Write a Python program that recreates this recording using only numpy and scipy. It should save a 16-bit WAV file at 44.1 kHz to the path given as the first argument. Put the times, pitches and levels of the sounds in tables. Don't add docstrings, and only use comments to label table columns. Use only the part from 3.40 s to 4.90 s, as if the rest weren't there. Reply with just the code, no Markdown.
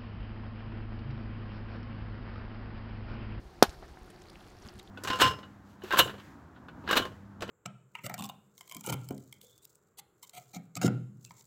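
import sys
import numpy as np
from scipy import signal
from scipy.io import wavfile

SR = 44100
rng = np.random.default_rng(int(sys.argv[2]) if len(sys.argv) > 2 else 0)


def wrap_up_sound(samples):
    columns = np.atleast_2d(samples).T
    tamed = np.clip(columns, -1, 1)
    steps = np.round(tamed * 32767).astype(np.int16)
    wavfile.write(sys.argv[1], SR, steps)


def invert_db(x):
    u = np.asarray(x, float) / 20
    return 10 ** u


N = 66150

BURST_S, FIRST_LOBE_S = .22512, .00049
ECHO_S = .2275

# t/s, peak level/dB, f/Hz, T60/s
WHIP_CRACKS = [
    (.22770, -3.5, 5100, .0030),
    (.22775, -9, 8600, .0014),
    (.22780, -16, 12800, .0012),
]
# f/Hz, width/Hz, level/dB
RUBBER_MODES = [(5000, 2600, -21), (8360, 4500, -19), (13500, 3000, -25.5), (2800, 2000, -18.5)]
# f/Hz, level/dB, T60/s
HOLLOW_MODES = [(700, -27.5, 0.089), (794, -24.5, 0.044), (852, -27.5, 0.042), (1310, -23, 0.041),
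                (1480, -21.5, 0.055), (1650, -25, .06), (3150, -30, 0.03)]
# f/Hz, density/(dB per Hz)
ECHO_SPECTRUM = [(88, -32.5), (150, -4), (790, 5.5), (2550, -11.5), (3160, -9.5), (4760, -6.5),
                 (7770, -16.5), (12700, -16.5), (16000, -34)]
# f/Hz, T60/s
ECHO_T60 = [(200, 0.089), (530, 0.055), (1390, 0.072), (3680, 0.068), (9700, 0.052)]
# t/s, length/s, level/dB, f/Hz
SQUELCHES = [(0.23, .04, -49, 800), (0.42, 0.04, -57, 1700), (0.42, 0.04, -57, 800),
             (0.412, 0.048, -67, 4600), (.698, 0.015, -63.5, 9300), (0.541, 0.007, -58, 1050),
             (.697, .016, -59, 1500), (.697, .016, -63, 3200), (.699, .014, -66, 5200),
             (.676, .008, -58, 1290), (1.0, .012, -64, 4300), (1.021, .012, -63, 4900),
             (.327, .008, -60, 4700), (.297, .013, -60, 6300), (.262, .02, -57, 2400),
             (.255, .022, -61, 4800), (.229, .006, -27, 1500), (.243, .016, -44, 3600),
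             (1.221, 0.012, -59.5, 5700), (1.232, .016, -62, 4500), (1.248, .012, -62, 4300),
             (1.29, .006, -60, 3300), (1.25, 0.022, -57, 1420), (1.289, 0.0068, -56, 5800),
             (1.393, .009, -51.5, 3800), (1.397, .007, -55, 2900), (1.388, 0.016, -59.5, 7800),
             (1.388, .012, -62, 5800), (1.389, .011, -66, 12000), (0.3, 0.062, -58, 1600),
             (0.296, 0.016, -58, 4600), (.335, 0.021, -63.5, 4200), (0.323, 0.023, -67, 7600),
             (1.474, 0.015, -63, 3600), (1.225, 0.049, -72, 8700)]
# t/s, peak level/dB, f/Hz
COARSE_GRIT = [(.191, -50, 2470), (0.324, -54, 1450), (0.4266, -39.5, 1143), (.4315, -40.5, 700),
               (.2945, -47, 2300), (.2945, -48, 1200), (.559, -51, 1300), (.587, -54, 2300),
               (.574, -45, 1750), (.5728, -44, 1300), (.622, -50, 750), (.852, -51, 800),
               (1.152, -51, 1170), (1.085, -54, 2000), (.5725, -43, 890), (0.782, -51, 2100),
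               (.856, -47, 2430), (0.9569, -39, 2610), (.9565, -47, 1150), (1.263, -48, 1410),
               (1.357, -49, 1640), (1.4015, -49, 2340), (1.2675, -50, 1500)]
# t/s, peak level/dB, f/Hz
MEDIUM_GRIT = [(.2945, -42, 4130), (.309, -49, 4400), (.481, -52.5, 5860), (0.536, -56, 3760),
               (0.7622, -48.5, 4500), (.819, -52.5, 3000), (.8195, -48.5, 5700), (.8395, -52, 4000),
               (.868, -52, 4000), (.886, -47.5, 4500), (.8975, -47, 3570), (0.8998, -45, 5000),
               (0.9033, -48.5, 4700), (1.009, -52, 3300), (1.0432, -54, 3350), (1.169, -54, 5200),
               (1.188, -51.5, 5500), (1.2675, -49, 3360), (1.2677, -48.5, 6950), (1.277, -46, 6560),
               (1.276, -51, 3420), (1.2873, -37, 5000), (1.2877, -47, 2960), (1.3885, -48, 3230),
               (1.414, -55, 3170), (1.4055, -54, 3600), (1.381, -53, 4200), (1.39, -51, 6100),
               (1.429, -54, 7500), (1.222, -50, 5900), (1.2505, -53, 3600), (1.262, -52, 5200),
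               (1.0835, -53, 4600), (1.067, -56, 4300), (1.0975, -55, 6800), (.294, -47, 5600),
               (.348, -55, 4800), (1.43, -56, 4900), (1.476, -47, 3370), (1.472, -57, 7000),
               (1.356, -56, 6900), (1.356, -57, 4000)]
# t/s, peak level/dB, f/Hz
FINE_GRIT = [(.2955, -42.5, 7500), (.2955, -48, 11500), (.281, -57, 8000), (.398, -56, 8000),
             (.591, -54, 9200), (0.6186, -58, 14000), (.633, -54.5, 11500), (.644, -56, 14000),
             (.6615, -53.5, 10900), (.6705, -59, 10000), (.774, -62, 11100), (.785, -71, 8400),
             (.812, -65, 13500), (.821, -47, 7300), (0.885, -59, 9000), (0.898, -52, 11000),
             (0.9019, -48, 9600), (.947, -60, 8500), (1.076, -56, 10300), (1.103, -48, 7100),
             (1.201, -58, 9900), (1.278, -58, 11800), (1.325, -55, 12500), (1.34, -51, 9000),
             (1.368, -53, 8500), (1.381, -53, 9100), (1.381, -57, 14900), (1.431, -51, 13000),
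             (1.49, -61, 10900), (1.356, -58, 11000), (1.337, -58, 10500), (1.277, -57, 11500),
             (1.391, -57, 13000), (1.3935, -59, 12000), (1.398, -58, 10500), (1.438, -59, 12000),
             (1.086, -58, 8400), (1.256, -59, 11000), (1.268, -58, 12000), (1.298, -60, 9500),
             (.286, -58, 10000), (.33, -57, 8500)]
# t/s, level/dB
TREAD_PRESSURE = [(.19, -69), (.28, -62), (.36, -66), (.55, -66.5), (.72, -66.5), (.88, -63), (.95, -66),
                  (1.069, -62.5), (1.15, -68), (1.21, -69), (1.26, -59.5), (1.31, -63), (1.41, -72),
                  (1.5, -74)]
# t/s, length/s, level/dB, f/Hz
PUFFS = [(0.042, 0.05, -48, 50.2), (0.172, 0.063, -56, 42.3), (0.278, .030, -40, 57),
         (.36, 0.061, -53, 41.3), (0.427, 0.049, -54, 63), (.50, 0.047, -52, 55.7),
         (0.606, 0.042, -49, 48.7), (1.245, 0.025, -48, 76), (1.257, 0.03, -50.5, 218),
         (1.342, 0.029, -50, 89), (1.367, 0.034, -55.5, 107), (1.348, 0.034, -55, 211),
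         (1.44, 0.065, -61, 75.5)]
# f/Hz, density/(dB per Hz)
RUMBLE_SPECTRUM = [(25, 1), (70, 1.5), (260, -8.5), (800, -13), (1600, -18.5), (2800, -28.5), (5500, -29.5),
                   (8000, -39), (15500, -44)]
# f/Hz, width/Hz, level/dB
ENGINE_MODES = [(184.7, 30, -63.5), (362, 40, -61), (745, 70, -65), (4400, 1200, -72)]


def at_hz(points, hz):
    table = np.array(points)
    return np.interp(np.log(hz), np.log(table[:, 0]), table[:, 1])


def rms_one(x):
    return x / np.sqrt(np.mean(x ** 2) + 1e-20)


def since(start_s):
    return np.arange(N) / SR - start_s


def click_at(t_s):
    return 1. * (np.arange(N) == int(t_s * SR))


def highpass(x, hz):
    return signal.sosfilt(signal.butter(2, hz, "high", fs=SR, output="sos"), x)


def lowpass(x, hz):
    return signal.sosfilt(signal.butter(2, hz, fs=SR, output="sos"), x)


def drift(rate_hz):
    r = np.exp(-80 * np.pi * rate_hz / SR)
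    noise = rng.standard_normal(N // 40 + 2002)
    slow = signal.lfilter([1], [1, -2 * r, r * r], noise)[2000:]
    return np.interp(np.arange(N) / 40, np.arange(len(slow)), rms_one(slow))


def ring(x, hz, t60_s):
    r = invert_db(-60 / (t60_s * SR))
    w = 2 * np.pi * min(hz, 17000) / SR
    return signal.lfilter([0, np.sin(w)], [1, -2 * r * np.cos(w), r * r], x + 1e-18)


def ring_twice(x, hz, cycles):
    return ring(ring(x, hz, cycles / hz), hz, cycles / hz)


def hiss(hz, width_hz):
    return rms_one(ring(rng.standard_normal(N), hz, np.log(1000) / np.pi / width_hz))


def bands(spectrum, gain_at):
    edges_hz = 22 * 2 ** (np.arange(30) / 3)
    white = rng.standard_normal((2, N + 8000))
    out, power = 0, 0
    for k, (lo, hi) in enumerate(zip(edges_hz, edges_hz[1:])):
        hz = np.sqrt(lo * hi)
        sos = signal.butter(2, [lo, hi], "band", fs=SR, output="sos")
        band = signal.sosfilt(sos, white[k % 2])[8000:] * invert_db(at_hz(spectrum, hz))
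        power += np.mean(band ** 2)
        out = out + band * gain_at(hz)
    return out / np.sqrt(power)


def hump(start_s, length_s):
    u = np.clip(since(start_s) / length_s, 0, 1)
    return np.sin(np.pi * u ** 0.84) ** 2


def grains(per_s):
    size = invert_db(3.5 * np.minimum(rng.exponential(1, N), 3.0))
    return size * rng.choice([-1, 1], N) * (rng.random(N) < per_s / SR)


def burst():
    level_db, slowing, empty_s = 3.2, .605, .0015
    t = np.maximum(since(BURST_S), 0)
    swing = np.sin(np.pi * (t / FIRST_LOBE_S) ** slowing)
    pulse = invert_db(level_db) * swing * np.exp(-(t / empty_s) ** 2)
    rebound = invert_db(-7.5) * hump(.2275, .0011)
    lips = lowpass(pulse + rebound, 2700)
    return highpass(lips, 122)


def snap():
    peak_s, rise_s, fall_s = .2277, 0.0019, 0.0015
    t = since(peak_s)
    swell = np.exp(np.minimum(t / rise_s, -t / fall_s))
    swell = swell * np.clip(since(BURST_S) / FIRST_LOBE_S, 0, 1)
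    flutter = sum(invert_db(db) * hiss(hz, width_hz) for hz, width_hz, db in RUBBER_MODES)
    cracks = sum(invert_db(db) * ring(click_at(s), hz, t60_s) for s, db, hz, t60_s in WHIP_CRACKS)
    return cracks + swell * flutter


def hollow():
    click = click_at(ECHO_S)
    out = np.zeros(N)
    for k, (hz, db, t60_s) in enumerate(HOLLOW_MODES):
        out += invert_db(db) * (-1) ** k * ring(click, hz, t60_s)
    return out


def echoes():
    rise_s, near_db, late_db, late_t60_s = 0.0004, -17.5, -50, 0.61
    t = np.maximum(since(ECHO_S), 0)

    def decay(hz):
        near = invert_db(near_db - 60 * t / at_hz(ECHO_T60, hz))
        return near + invert_db(late_db - 60 * t / late_t60_s)

    return (1 - np.exp(-t / rise_s)) * bands(ECHO_SPECTRUM, decay)


def squelches():
    out = np.zeros(N)
    for s, length_s, db, hz in SQUELCHES:
        swarm = rms_one(ring_twice(grains(5000), hz, 4.5))
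        out += invert_db(db) * hump(s, length_s) ** 0.55 * 1.03 * swarm
    return out


def grit_snap(hz, cycles):
    clicks = np.zeros(800)
    clicks[:30] = rng.uniform(-0.85, 1, 30) * np.exp(-np.arange(30) / 10.6) * 0.35
    clicks[0] = 1
    body = ring_twice(clicks, hz, cycles)
    splash = ring(clicks, hz * 2.9, cycles / 3 / hz)
    return body / np.abs(body).max() + invert_db(-16) * splash / np.abs(splash).max()


def ticks():
    out = np.zeros(N + SR)
    for grit, cycles in ((COARSE_GRIT, 4.25), (MEDIUM_GRIT, 9.3), (FINE_GRIT, 6.8)):
        for s, db, hz in grit:
            i = int((s - 1 / hz) * SR)
            out[i:i + 800] += invert_db(db) * grit_snap(hz, cycles)
    return out[:N]


def crackle():
    clicks = grains(2500 * invert_db(3.0 * drift(25)))
    dealt = rng.integers(0, 16, N)
    rings = np.zeros(N)
    for k, hz in enumerate(np.geomspace(1200, 15000, 16)):
        tilt_db = -3.8 * np.log2(hz / 1500)
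        rings += invert_db(tilt_db) * rms_one(ring_twice(clicks * (dealt == k), hz, 4.4))
    s, db = np.transpose(TREAD_PRESSURE)
    return invert_db(np.interp(since(0), s, db)) * rms_one(rings)


def puffs():
    out = np.zeros(N)
    for s, length_s, db, hz in PUFFS:
        phase = -2 * np.pi * hz * since(s) + .25 * drift(35)
        out += 2 * invert_db(db) * hump(s, length_s) * np.sin(phase)
    return out


def air():
    together = drift(2)

    def patchy(hz):
        return invert_db(1.0 * (0.33 * together + drift(12)))

    rumble = invert_db(-55) * bands(RUMBLE_SPECTRUM, patchy)
    return rumble + sum(invert_db(db) * hiss(hz, width_hz) for hz, width_hz, db in ENGINE_MODES)


def scene():
    wheel = burst() + snap() + hollow() + echoes()
    ground = squelches() + ticks() + crackle()
    return (wheel + ground + puffs() + air())[None]


def low_pass(x):
    return signal.sosfilt(signal.butter(12, 16440, fs=SR, output="sos"), x)


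def record(dry):
    overloaded = np.clip(dry, -.99, .99)
    top_cut = signal.cheby2(20, 50, 16050, fs=SR, output="sos")
    mix = np.clip(signal.sosfilt(top_cut, overloaded), -1, 1)
    return low_pass(mix)


dry = scene()
out = record(dry)
wrap_up_sound(out)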